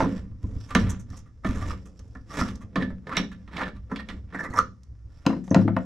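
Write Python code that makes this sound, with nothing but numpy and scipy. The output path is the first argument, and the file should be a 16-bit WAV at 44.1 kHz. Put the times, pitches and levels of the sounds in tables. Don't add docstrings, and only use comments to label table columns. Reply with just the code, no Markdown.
import sys
import numpy as np
from scipy import signal
from scipy.fft import rfft, irfft
from scipy.io import wavfile
from scipy.ndimage import uniform_filter1d

SR = 44100
rng = np.random.default_rng(int(sys.argv[2]) if len(sys.argv) > 2 else 0)


def persist_wave(psi):
    counts = np.round(np.clip(psi, -1, 1) * 32767).astype(np.int16)
    wavfile.write(sys.argv[1], SR, np.atleast_2d(counts).T)


def how_loud(loudness_db):
    steps = np.asarray(loudness_db, float) / 20
    return 10 ** steps


N = 257984

# (time [s], blow [dB], sharpness [dB], roof panel [dB], bite [dB])
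KNOCK_ROWS = [(0.252, -56.5, -77, -39, -74), (0.312, -54, -76, -38, -74), (0.437, -54.5, -60, -17.5, -64),
              (0.562, -49, -72.5, -25, -53.5), (0.75, -5, -17, 2, -10.5), (1.103, -46.5, -46.5, -25.5, -74),
              (1.129, -39.5, -50, -69, -77), (1.446, -16, -41, -7, -31), (1.489, -28.5, -38, -12.5, -38.5),
              (1.993, -47, -41.5, -35, -50.5), (2.078, -68.5, -55.5, -60.5, -70),
              (2.151, -32.5, -56.5, -26.5, -56.5), (2.411, -18, -31, -11, -40.5),
              (2.557, -46, -40, -26, -65), (2.757, -12, -49.5, -10, -21), (2.822, -33, -73, -37, -26.5),
              (3.069, -25.5, -72, -53, -37.5), (3.168, -13, -20.5, -49.5, -12.5),
              (3.476, -38, -80, -30.5, -44), (3.567, -32, -54, -19, -24), (3.914, -20, -70, -16, -73),
              (3.959, -28.5, -59, -31, -25), (4.087, -36, -47, -32.5, -26), (4.324, -33.5, -72, -47.5, -59),
              (4.588, -47, -23, -23, -28.5), (4.834, -62.5, -50, -68.5, -77)]
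# (time [s], sway [dB], thump [dB], held [s])
PUSH_ROWS = [(.04, -27.5, -44, 0.029), (.17, -29.5, -66.5, 0.17), (.437, -25.5, -25, 0.14),
             (.56, -40, -23.5, 0.024), (.7, -39.5, -67, 0.013), (.76, -12, -35.5, 0.091),
             (.9, -31.5, -37, 0.22), (1.11, -38, -37, 0.27), (1.489, -20.5, -21, 0.22),
             (1.89, -40.5, -56.5, 0.016), (2.0, -35.5, -73.5, 0.22), (2.411, -26.5, -25, 0.14),
             (2.64, -47, -35.5, 0.039), (2.83, -24, -31.5, 0.1), (3.2, -38, -45.5, 0.29),
             (3.69, -30.5, -63.5, 0.13), (4.1, -31, -58, 0.068), (4.2, -37.5, -46.5, 0.045),
             (4.5, -35, -34.5, 0.18), (4.9, -34.5, -53.5, 0.027), (5.05, -36.5, -91.5, 0.17)]
# (frequency [Hz], level [dB], t60 before scaling [s])
ROOF_MODES = [(70.8, 2, 0.09), (81.3, -3.5, 0.19), (106.24, -5.5, 0.31), (128, -21.5, 0.078),
              (173, -12, .2), (186.9, -4, 0.33), (194, -8.5, 0.54), (214.9, -4, 0.44), (246.6, -1, 0.2),
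              (273, -9, 0.16), (333.7, -4.5, 0.1), (376.7, -8, 0.095), (443.5, -14, 0.068),
              (463, -6.5, 0.05), (534, 3, 0.046), (654, -3.5, 0.15), (701, -1.5, 0.15), (780, -6.5, 0.06),
              (899.5, -1.5, 0.15), (968, -3, 0.072), (1222, -9, 0.021), (1454, -7.5, 0.077),
              (1760, -8, .06)]
# (from [s], left minus right [dB], loudest low mode [Hz], loudest upper mode [Hz])
LANDING_SPOTS = [(0, -2.9, 180, 1046), (5.2, 2.5, 226, 584), (5.45, 1.9, 197, 695), (5.66, 2.3, 201, 780),
                 (5.74, 1.8, 197, 654)]
BODY_TOP_HZ, PANEL_TOP_HZ = 140, 480
BITE_FROM_HZ, SHARP_FROM_HZ = 2050, 4300


def steep(x, hz, kind, order=2):
    return signal.sosfilt(signal.butter(order, hz, kind, fs=SR, output="sos"), x)


def colour(x, points):
    hz, db = np.transpose(points)
    bins_hz = np.maximum(np.fft.rfftfreq(8192, 1 / SR), 1)
    cepstrum = irfft(np.log(how_loud(np.interp(np.log(bins_hz), np.log(hz), db))))
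    cepstrum[1:4096] *= 2
    cepstrum[4097:] = 0
    impulse = irfft(np.exp(rfft(cepstrum)))[:4096]
    return signal.oaconvolve(x, impulse)[:len(x)]


def ring(force, hz, t60_s):
    r = np.exp(-np.log(1000) / (t60_s * SR))
    w = 2 * np.pi * hz / SR
    return signal.lfilter([0, r * np.sin(w)], [1, -2 * r * np.cos(w), r * r], force)


def walk(rate_hz):
    k = int(SR / rate_hz)
    return uniform_filter1d(np.repeat(rng.standard_normal(N // k + 1), k), k)[:N]


def blows(table, column, scatter_db, flip=True):
    rows, force = np.array(table), np.zeros(N)
    chance = rng.standard_normal((len(rows), 2))
    sign = np.sign(chance[:, 1]) if flip else 1
    force[(rows[:, 0] * SR).astype(int)] = how_loud(rows[:, column] + scatter_db * chance[:, 0]) * sign
    return force


def crack(table, column, fade_s):
    swell = blows(table, column, 0, False)
    for s in (fade_s, .0008):
        swell = signal.lfilter([1], [1, -np.exp(-1 / (SR * s))], swell)
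    return swell / (SR * 0.00084) * rng.standard_normal(N)


def held(table, column, rest_db, fade_db_per_s):
    t, gain = np.arange(N) / SR, how_loud(rest_db)
    for row in table:
        early_s = np.maximum(row[0] - t, 0)
        late_s = np.maximum(t - row[0] - row[-1], 0)
        gain = gain + how_loud(row[column] - 498.5 * early_s - fade_db_per_s * late_s)
    return gain


def pan(x, left_db):
    return x * how_loud(np.array([[.5], [-.5]]) * left_db)


def landing(column):
    spots = np.array(LANDING_SPOTS)
    return spots[np.searchsorted(spots[:, 0], np.arange(N) / SR, "right") - 1, column]


def garage():
    # (frequency [Hz], relative level [dB per Hz])
    air_spectrum = [(15, -54.5), (25, -39.5), (40, -20.5), (64, 10), (77, -8.5), (88, -27.5), (115, -3.5),
                    (145, -14), (701, -46), (2060, -61), (3300, -65), (5300, -42.5), (13200, -74)]
    mid, side = (colour(rng.standard_normal(N), air_spectrum) for _ in range(2))
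    hum_hz, hum_db, air_db = 59.6, -52.5, -51
    hum = how_loud(hum_db + 0.58 * walk(5)) * np.sqrt(2) * np.sin(2 * np.pi * hum_hz * np.arange(N) / SR)
    apart = (.3 * side + .5 * steep(side, 6000, "high")) * np.array([[1], [-1]])
    return hum + how_loud(air_db) * (mid + apart) / mid.std()


def grit(rate_hz, spread_db):
    sizes = how_loud(spread_db * rng.exponential(size=N)) * rng.standard_normal(N)
    catches = (rng.random(N) < rate_hz / SR) * sizes
    catches = catches * how_loud(2 * walk(220))
    return catches / catches.std()


def turning(column):
    # (time [s], chatter [dB], sharpness [dB], load on roof panel [dB], held [s])
    stroke_rows = [(0.0, -34.5, -57, -12, 0.026), (.09, -52, -61.5, -35, 0.091),
                   (.435, -68, -69, -41.5, 0.11), (.6, -62, -62, -56, 0.21), (.765, -46.5, -52, -26, 0.037),
                   (.82, -43, -66, -47, 0.096), (1.11, -59.5, -64.5, -59, 0.064),
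                   (1.44, -83, -79, -46, 0.064), (1.55, -44.5, -54, -33, 0.16),
                   (1.82, -88, -74, -44, 0.098), (1.98, -80, -74.5, -51.5, 0.2),
                   (2.3, -54, -58.5, -35.5, 0.2), (2.39, -31.5, -39, -20.5, 0.0037),
                   (2.62, -91, -97, -39.5, 0.029), (2.775, -48.5, -67.5, -19.5, 0.056),
                   (3.07, -57.5, -71, -33, 0.064), (3.18, -50.5, -60, -20, 0.015),
                   (3.29, -78, -82.5, -51, 0.137), (3.54, -40.5, -66.5, -32, 0.03),
                   (3.59, -50, -71.5, -28.5, 0.082), (3.92, -55, -71, -30, 0.047),
                   (4.09, -56.5, -67, -32.5, 0.0353), (4.34, -46, -69.5, -30.5, 0.038),
                   (4.43, -77.5, -76, -31.5, 0.16), (5.12, -71.5, -74, -62, 0.26),
                   (5.28, -49.5, -71, -56, .03), (5.47, -72, -62, -66, 0.025), (5.56, -51, -64, -68, 0.069),
                   (5.75, -61, -88, -77.5, 0.039), (5.83, -69, -66, -61, .03)]
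    # (unused, chatter [dB], sharpness [dB], load on roof panel [dB])
    rest_levels = (0, -76, -98, -68.5)
    return held(stroke_rows, column, rest_levels[column], fade_db_per_s=249)


def rack(catches):
    # (frequency [Hz], least width [Hz], level [dB])
    rack_modes = [(372.3, 35, -2), (470.4, 57, -9.5), (616, 50, -9.5), (744, 40, -10), (929, 240, -8),
                  (1069, 23, -6.5), (1178, 20, -8), (1250, 27, -9), (1740, 110, -0.5), (1777, 55, -6.5),
                  (1950, 280, -16.5), (2343, 320, -9.5), (2930, 65, -28.5), (3260, 130, -34),
                  (3602, 130, -32.5), (4500, 160, -36), (5520, 740, -16), (5660, 700, -44), (7460, 83, -31),
                  (8500, 130, -46), (11100, 550, -43.5)]
    rub_damp_hz = 1.2e5
    chatter, sharpness = turning(1), turning(2)
    out = 0
    for k, (hz, width_hz, db) in enumerate(rack_modes):
        if hz > SHARP_FROM_HZ:
            rub = how_loud(14.5) * sharpness + how_loud(-10.5) * slips(column=2)
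            force, lift_db = how_loud(-0.5) * blows(KNOCK_ROWS, column=2, scatter_db=3), 19
        elif hz > BITE_FROM_HZ:
            rub = how_loud(-1.0) * chatter + how_loud(1.0) * slips(column=4)
            force, lift_db = how_loud(-13.0) * crack(KNOCK_ROWS, column=4, fade_s=0.0022), 9
        else:
            rub = how_loud(-6.5) * chatter + how_loud(-7.0) * slips(1, hz, focus_db=29.5)
            force, lift_db = how_loud(-31.0) * crack(KNOCK_ROWS, column=1, fade_s=0.0076), 0
        force = force + catches * rub * how_loud(-27 + 3.5 * walk(30))
        t60_s = np.log(1000) / np.pi / max(width_hz, hz * hz / rub_damp_hz)
        out = out + (-1) ** k * how_loud(db + lift_db) * ring(force, hz, t60_s)
    return out


def contact(catches):
    # (frequency [Hz], level [dB per Hz])
    click_spectrum = [(300, -3), (700, -4.5), (1300, 1), (2000, -5.5), (3000, -11), (4000, -14), (6000, -1),
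                      (9000, -15), (11000, -21.5), (13000, -24), (16000, -27)]
    dull_rub = turning(1) + how_loud(-13.5) * slips(column=1)
    bite_rub = how_loud(-2.0) * turning(1) + how_loud(-2.5) * slips(column=4)
    sharp_rub = turning(2) + how_loud(-10) * slips(column=2)
    parts = ((0, BITE_FROM_HZ, dull_rub, how_loud(-0.5) * crack(KNOCK_ROWS, 1, 0.012)),
             (BITE_FROM_HZ, SHARP_FROM_HZ, bite_rub, how_loud(7.0) * crack(KNOCK_ROWS, 4, 0.015)),
             (SHARP_FROM_HZ, SR, sharp_rub, how_loud(4.0) * crack(KNOCK_ROWS, 2, 0.0033)))
    out = 0
    for low_hz, top_hz, rub, hits in parts:
        points = [(hz, db if low_hz <= hz <= top_hz else db - 27.0) for hz, db in click_spectrum]
        out = out + colour(how_loud(9.5) * catches * rub + hits, points)
    return out


def shaken_roof(catches):
    foot_hz, foot_db_per_octave = 243, 8.5
    feet_s, feet_lag_s = 0.0029, .004
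    feet = np.hanning(int(feet_s * SR) + 3)
    load, rocking = turning(3), sway()
    out = 0
    for hz, db, t60_s in ROOF_MODES:
        if hz >= PANEL_TOP_HZ:
            continue
        if hz < BODY_TOP_HZ:
            shake = rocking
            push = blows(PUSH_ROWS, column=2, scatter_db=1.0, flip=False)
        else:
            shake = load
            push_db = -12.0 - foot_db_per_octave * abs(np.log2(hz / foot_hz))
            push = how_loud(push_db) * blows(KNOCK_ROWS, column=3, scatter_db=2.5, flip=hz > 210)
        push = np.roll(np.convolve(push, feet / feet.sum())[:N], int(feet_lag_s * SR))
        force = how_loud(-39.0) * shake * catches + push
        level_db = db - 2 * max(np.log2(hz / 270), 0)
        out = out + how_loud(level_db) * ring(force, hz, max(0.77 * t60_s, .02))
    return out


def struck_roof():
    # (time [s], blow [dB], sharpness [dB], roof panel [dB], car body [dB])
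    drop_rows = [(0.004, -7.5, -32, -20, -12.5), (0.025, -20.5, -62, -14, -36),
                 (0.04, -16.5, -53, -28.5, -46), (0.058, -23, -75.5, -23.5, -46.5),
                 (5.253, -27.5, -50, -50, -49), (5.264, -10.5, -17.5, -5.5, -44),
                 (5.301, -18, -60, -34, -48), (5.328, -23.5, -49, -39, -43), (5.364, -36, -72.5, -20, -52),
                 (5.478, -37.5, -51.5, -32, -47), (5.511, -18, -52, -11, -12.5),
                 (5.545, -6.5, -19, -20.5, -1.5), (5.562, -13.5, -41, -7.5, -13.5),
                 (5.589, -20, -66.5, -22, -33), (5.614, -29, -67, -28, -34),
                 (5.651, -52, -83.5, -13.5, -28), (5.678, -11.5, -52.5, -20.5, -21),
                 (5.765, -9.5, -41, -21.5, -56), (5.787, -31, -50, -41.5, -22)]
    # (frequency [Hz], level [dB per Hz])
    dull_clunk, sharp_clunk = [(200, -34.5), (500, 1.5), (1000, 5.5), (2000, -10.5), (3500, -28),
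                               (6000, -46.5)], [(2000, 10), (4000, 0.5), (6500, -3.5), (10000, -22.5),
                               (15000, -23.5)]
    spot_db_per_octave = 8.5
    thud = np.hanning(int(0.0016 * SR) + 3)
    out = how_loud(0.5) * colour(crack(drop_rows, 1, 0.0072), dull_clunk)
    out = out + how_loud(6.5) * colour(crack(drop_rows, 2, 0.0015), sharp_clunk)
    low_spot_hz, upper_spot_hz = landing(2), landing(3)
    for hz, db, t60_s in ROOF_MODES:
        if hz <= 95:
            continue
        column = 4 if hz < BODY_TOP_HZ else 3 if hz < PANEL_TOP_HZ else 1
        upper = column == 1
        force = how_loud(-18 if upper else -7) * blows(drop_rows, column, scatter_db=4.0, flip=hz > 300)
        if column < 4:
            spot_hz = upper_spot_hz if upper else low_spot_hz
            force = force * how_loud(1.5 - spot_db_per_octave * abs(np.log2(hz / spot_hz)))
        if not upper:
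            force = np.convolve(force, thud / thud.sum())[:N]
        out = out + how_loud(db) * ring(force, hz, np.clip(2.2 * t60_s, .02, 70 / hz))
    return out


def tails():
    # (frequency [Hz], relative level [dB], t60 [s])
    tail_bands = [(60, -29, 0.1), (176, -25.5, 0.75), (447, -12, 0.27), (1200, -13.5, 0.15),
                  (2430, -8, 0.19), (5000, -11, 0.28), (8000, -6.5, 0.13)]
    t = np.arange(SR * 3 // 4) / SR
    build = 1 - np.exp(-t / 0.00094)
    out = 0
    for hz, db, t60_s in tail_bands:
        sos = signal.butter(2, [hz / 1.734, hz * 1.297], "band", fs=SR, output="sos")
        band = signal.sosfilt(sos, rng.standard_normal((2, len(t))))
        out = out + how_loud(db - 29.0 - 60 * t / t60_s) * band * build / np.sqrt(hz / 5000)
    return out


def sway():
    return held(PUSH_ROWS, column=1, rest_db=-62.5, fade_db_per_s=200.5)


def eye():
    # (time [s], level [dB], loudest ring [Hz])
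    flick_rows = [(0.441, -52.5, 1020), (0.75, -11.5, 1410), (0.759, -12.5, 1250), (1.446, -31.5, 1250),
                  (1.451, -38, 1950), (1.705, -31, 1250), (2.412, -19.5, 1250), (3.115, -33, 1286),
                  (2.758, -43, 3900), (2.761, -34, 1780), (2.821, -38, 2930), (2.826, -26, 1630),
                  (3.169, -29, 3700), (3.168, -24, 1250), (3.168, -24, 5690), (3.178, -33, 2440),
                  (3.607, -26, 1250), (3.614, -28, 1020), (3.62, -28, 1730), (3.913, -33.5, 1440),
                  (4.356, -30.5, 1680), (4.391, -34, 1770), (4.455, -38, 1950), (4.43, -55.5, 4330),
                  (4.506, -51, 4400), (4.397, -47, 5480), (4.431, -49.5, 5480), (4.528, -41.5, 1950),
                  (4.546, -25, 1150), (4.56, -34, 5520), (4.577, -38.5, 5520), (4.594, -45.5, 5520),
                  (4.58, -13, 1174), (4.588, -11.5, 1250), (4.594, -23.5, 1185), (4.597, -41, 4400),
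                  (4.613, -55, 1800), (4.6, -34.5, 385), (5.505, -33, 6430)]
    # (frequency [Hz], level [dB], t60 [s])
    bolt_modes = [(385, 0, .12), (1020, 0, .06), (1130, -2, .04), (1225, -3, .04), (1262, -2, .045),
                  (1340, -3, .04), (1460, 0, .04), (1700, -4, .05), (1735, -6, .12), (1782, -8, .2),
                  (1950, -2, .05), (2350, -2, .04), (2930, -4, .07), (3260, -6, .1), (3770, 0, .06),
                  (3955, -7, .14), (4330, -4, .07), (4390, -19, .2), (5480, -4, .06), (5560, -10, .12),
                  (5640, -5, .07), (6200, 0, .012)]
    focus_db_per_octave, clink_s = 80, .003
    out = 0
    for hz, db, t60_s in bolt_modes:
        rows = [(s, size_db - focus_db_per_octave * abs(np.log2(hz / top_hz)))
                for s, size_db, top_hz in flick_rows]
        build = np.hanning(int(clink_s * SR) + 3)
        build = 2 * build / build.sum() * np.cos(2 * np.pi * hz * np.arange(len(build)) / SR)
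        force = np.convolve(blows(rows, column=1, scatter_db=5.0, flip=False), build)[:N]
        out = out + how_loud(db + 4 * walk(160)) * ring(force, hz, t60_s)
    return out


def slips(column, hz=None, focus_db=0, squeak=False):
    # (time [s], level [dB], sharpness [dB], loudest ring [Hz], bite [dB])
    slip_rows = [(0.683, -35.5, -45.5, 1148, -45.5), (0.703, -25.5, -51.5, 1200, -41),
                 (0.89, -56, -26, 1174, -50.5), (0.989, -48.5, -41, 947, -67),
                 (1.162, -49, -39, 1264, -71.5), (1.255, -46, -64, 1230, -67.5),
                 (1.433, -28.5, -55, 1250, -55.5), (1.455, -23, -37, 1250, -34),
                 (1.498, -29, -41, 607, -41), (1.548, -32, -44, 1240, -61), (1.61, -28, -50.5, 1250, -71),
                 (1.663, -55, -44.5, 1165, -53), (1.696, -31, -45, 1207, -48), (1.851, -48, -47, 1226, -59),
                 (2.296, -33.5, -50, 1250, -64), (2.329, -29.5, -40.5, 1333, -42.5),
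                 (2.372, -24.5, -54.5, 1250, -45), (2.443, -28, -53, 1177, -59.5),
                 (2.473, -33, -45, 1160, -40.5), (2.604, -36.5, -48.5, 1164, -55),
                 (2.8, -24.5, -81, 1798, -41), (2.894, -35, -67, 593, -61.5), (3.085, -26.5, -53, 977, -49),
                 (3.11, -17.5, -56, 1362, -35.5), (3.145, -20.5, -62, 1746, -29),
                 (3.165, -17, -31, 1760, -17.5), (3.224, -33, -53.5, 1810, -73),
                 (3.311, -34.5, -50.5, 1690, -43.5), (3.538, -45, -58, 1730, -56.5),
                 (3.575, -19, -65.5, 1757, -46), (3.601, -16, -53, 793, -35), (3.614, -36, -62, 1030, -53),
                 (3.625, -38, -66, 1410, -33), (3.658, -25.5, -66.5, 1692, -40.5),
                 (3.748, -44, -59, 1204, -53), (3.894, -35.5, -63, 1310, -67),
                 (3.984, -25, -52, 1838, -33.5), (4.088, -29, -66, 1933, -37.5),
                 (4.342, -21.5, -44.5, 1621, -70.5), (4.385, -21.5, -40.5, 1660, -62),
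                 (4.429, -23, -41, 1250, -45.5), (4.445, -23.5, -57, 1950, -76),
                 (4.496, -33, -45.5, 1250, -59.5), (4.532, -19, -37, 985, -51),
                 (4.558, -18, -37, 1250, -45), (4.574, -13.5, -32.5, 1250, -33),
                 (4.588, -28.5, -59, 384, -56), (5.431, -52, -51, 716, -61.5)]
    swell_s = .013
    x = np.arange(0, 4, 1 / (swell_s * SR))
    gain, waver = np.zeros(N + SR), walk(250) if squeak else None
    for row in slip_rows:
        off_db = focus_db * abs(np.log2(hz / row[3])) if hz else 0
        start = int(row[0] * SR)
        swell = how_loud(row[column] - off_db) * (x * np.exp(1 - x)) ** 2
        if squeak:
            tone_hz = row[3] * (1 + 0.041 * waver[start:start + len(x)])
            swell = swell * np.sin(2 * np.pi * np.cumsum(tone_hz) / SR)
        gain[start:start + len(x)] += swell
    return gain[:N]


def scene():
    catches = grit(4000, 2.0)
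    shaken = shaken_roof(grit(4000, 1.5))
    squeak = how_loud(-14.5) * slips(1, squeak=True)
    near = rack(catches) + contact(catches) + shaken + eye() + squeak
    struck = steep(struck_roof(), 97, "high", order=4)
    tail, other_tail = tails()
    side = signal.oaconvolve(near + struck, other_tail)[:N]
    near, struck = (x + signal.oaconvolve(x, tail)[:N] for x in (near, struck))
    lag = .7 * steep(np.gradient(near), 4500, "low")
    apart = 0.65 * steep(side, 300, "high") + 0.61 * steep(side, 300, "low") - lag
    apart = apart + .6 * steep(np.roll(near, 9), 10500, "high", order=4)
    apart = apart * np.array([[1], [-1]])
    return pan(near, -1.5) + apart + pan(struck, landing(1)) + garage()


def low_pass(x):
    return signal.sosfilt(signal.butter(12, 15700, fs=SR, output="sos"), x)


def record(dry):
    dull = np.array([steep(x, 13300, "low", order=6) for x in dry])
    mix = np.tanh(0.57 * dull) / 0.6
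    return low_pass(mix)


dry = scene()
out = record(dry)
persist_wave(out)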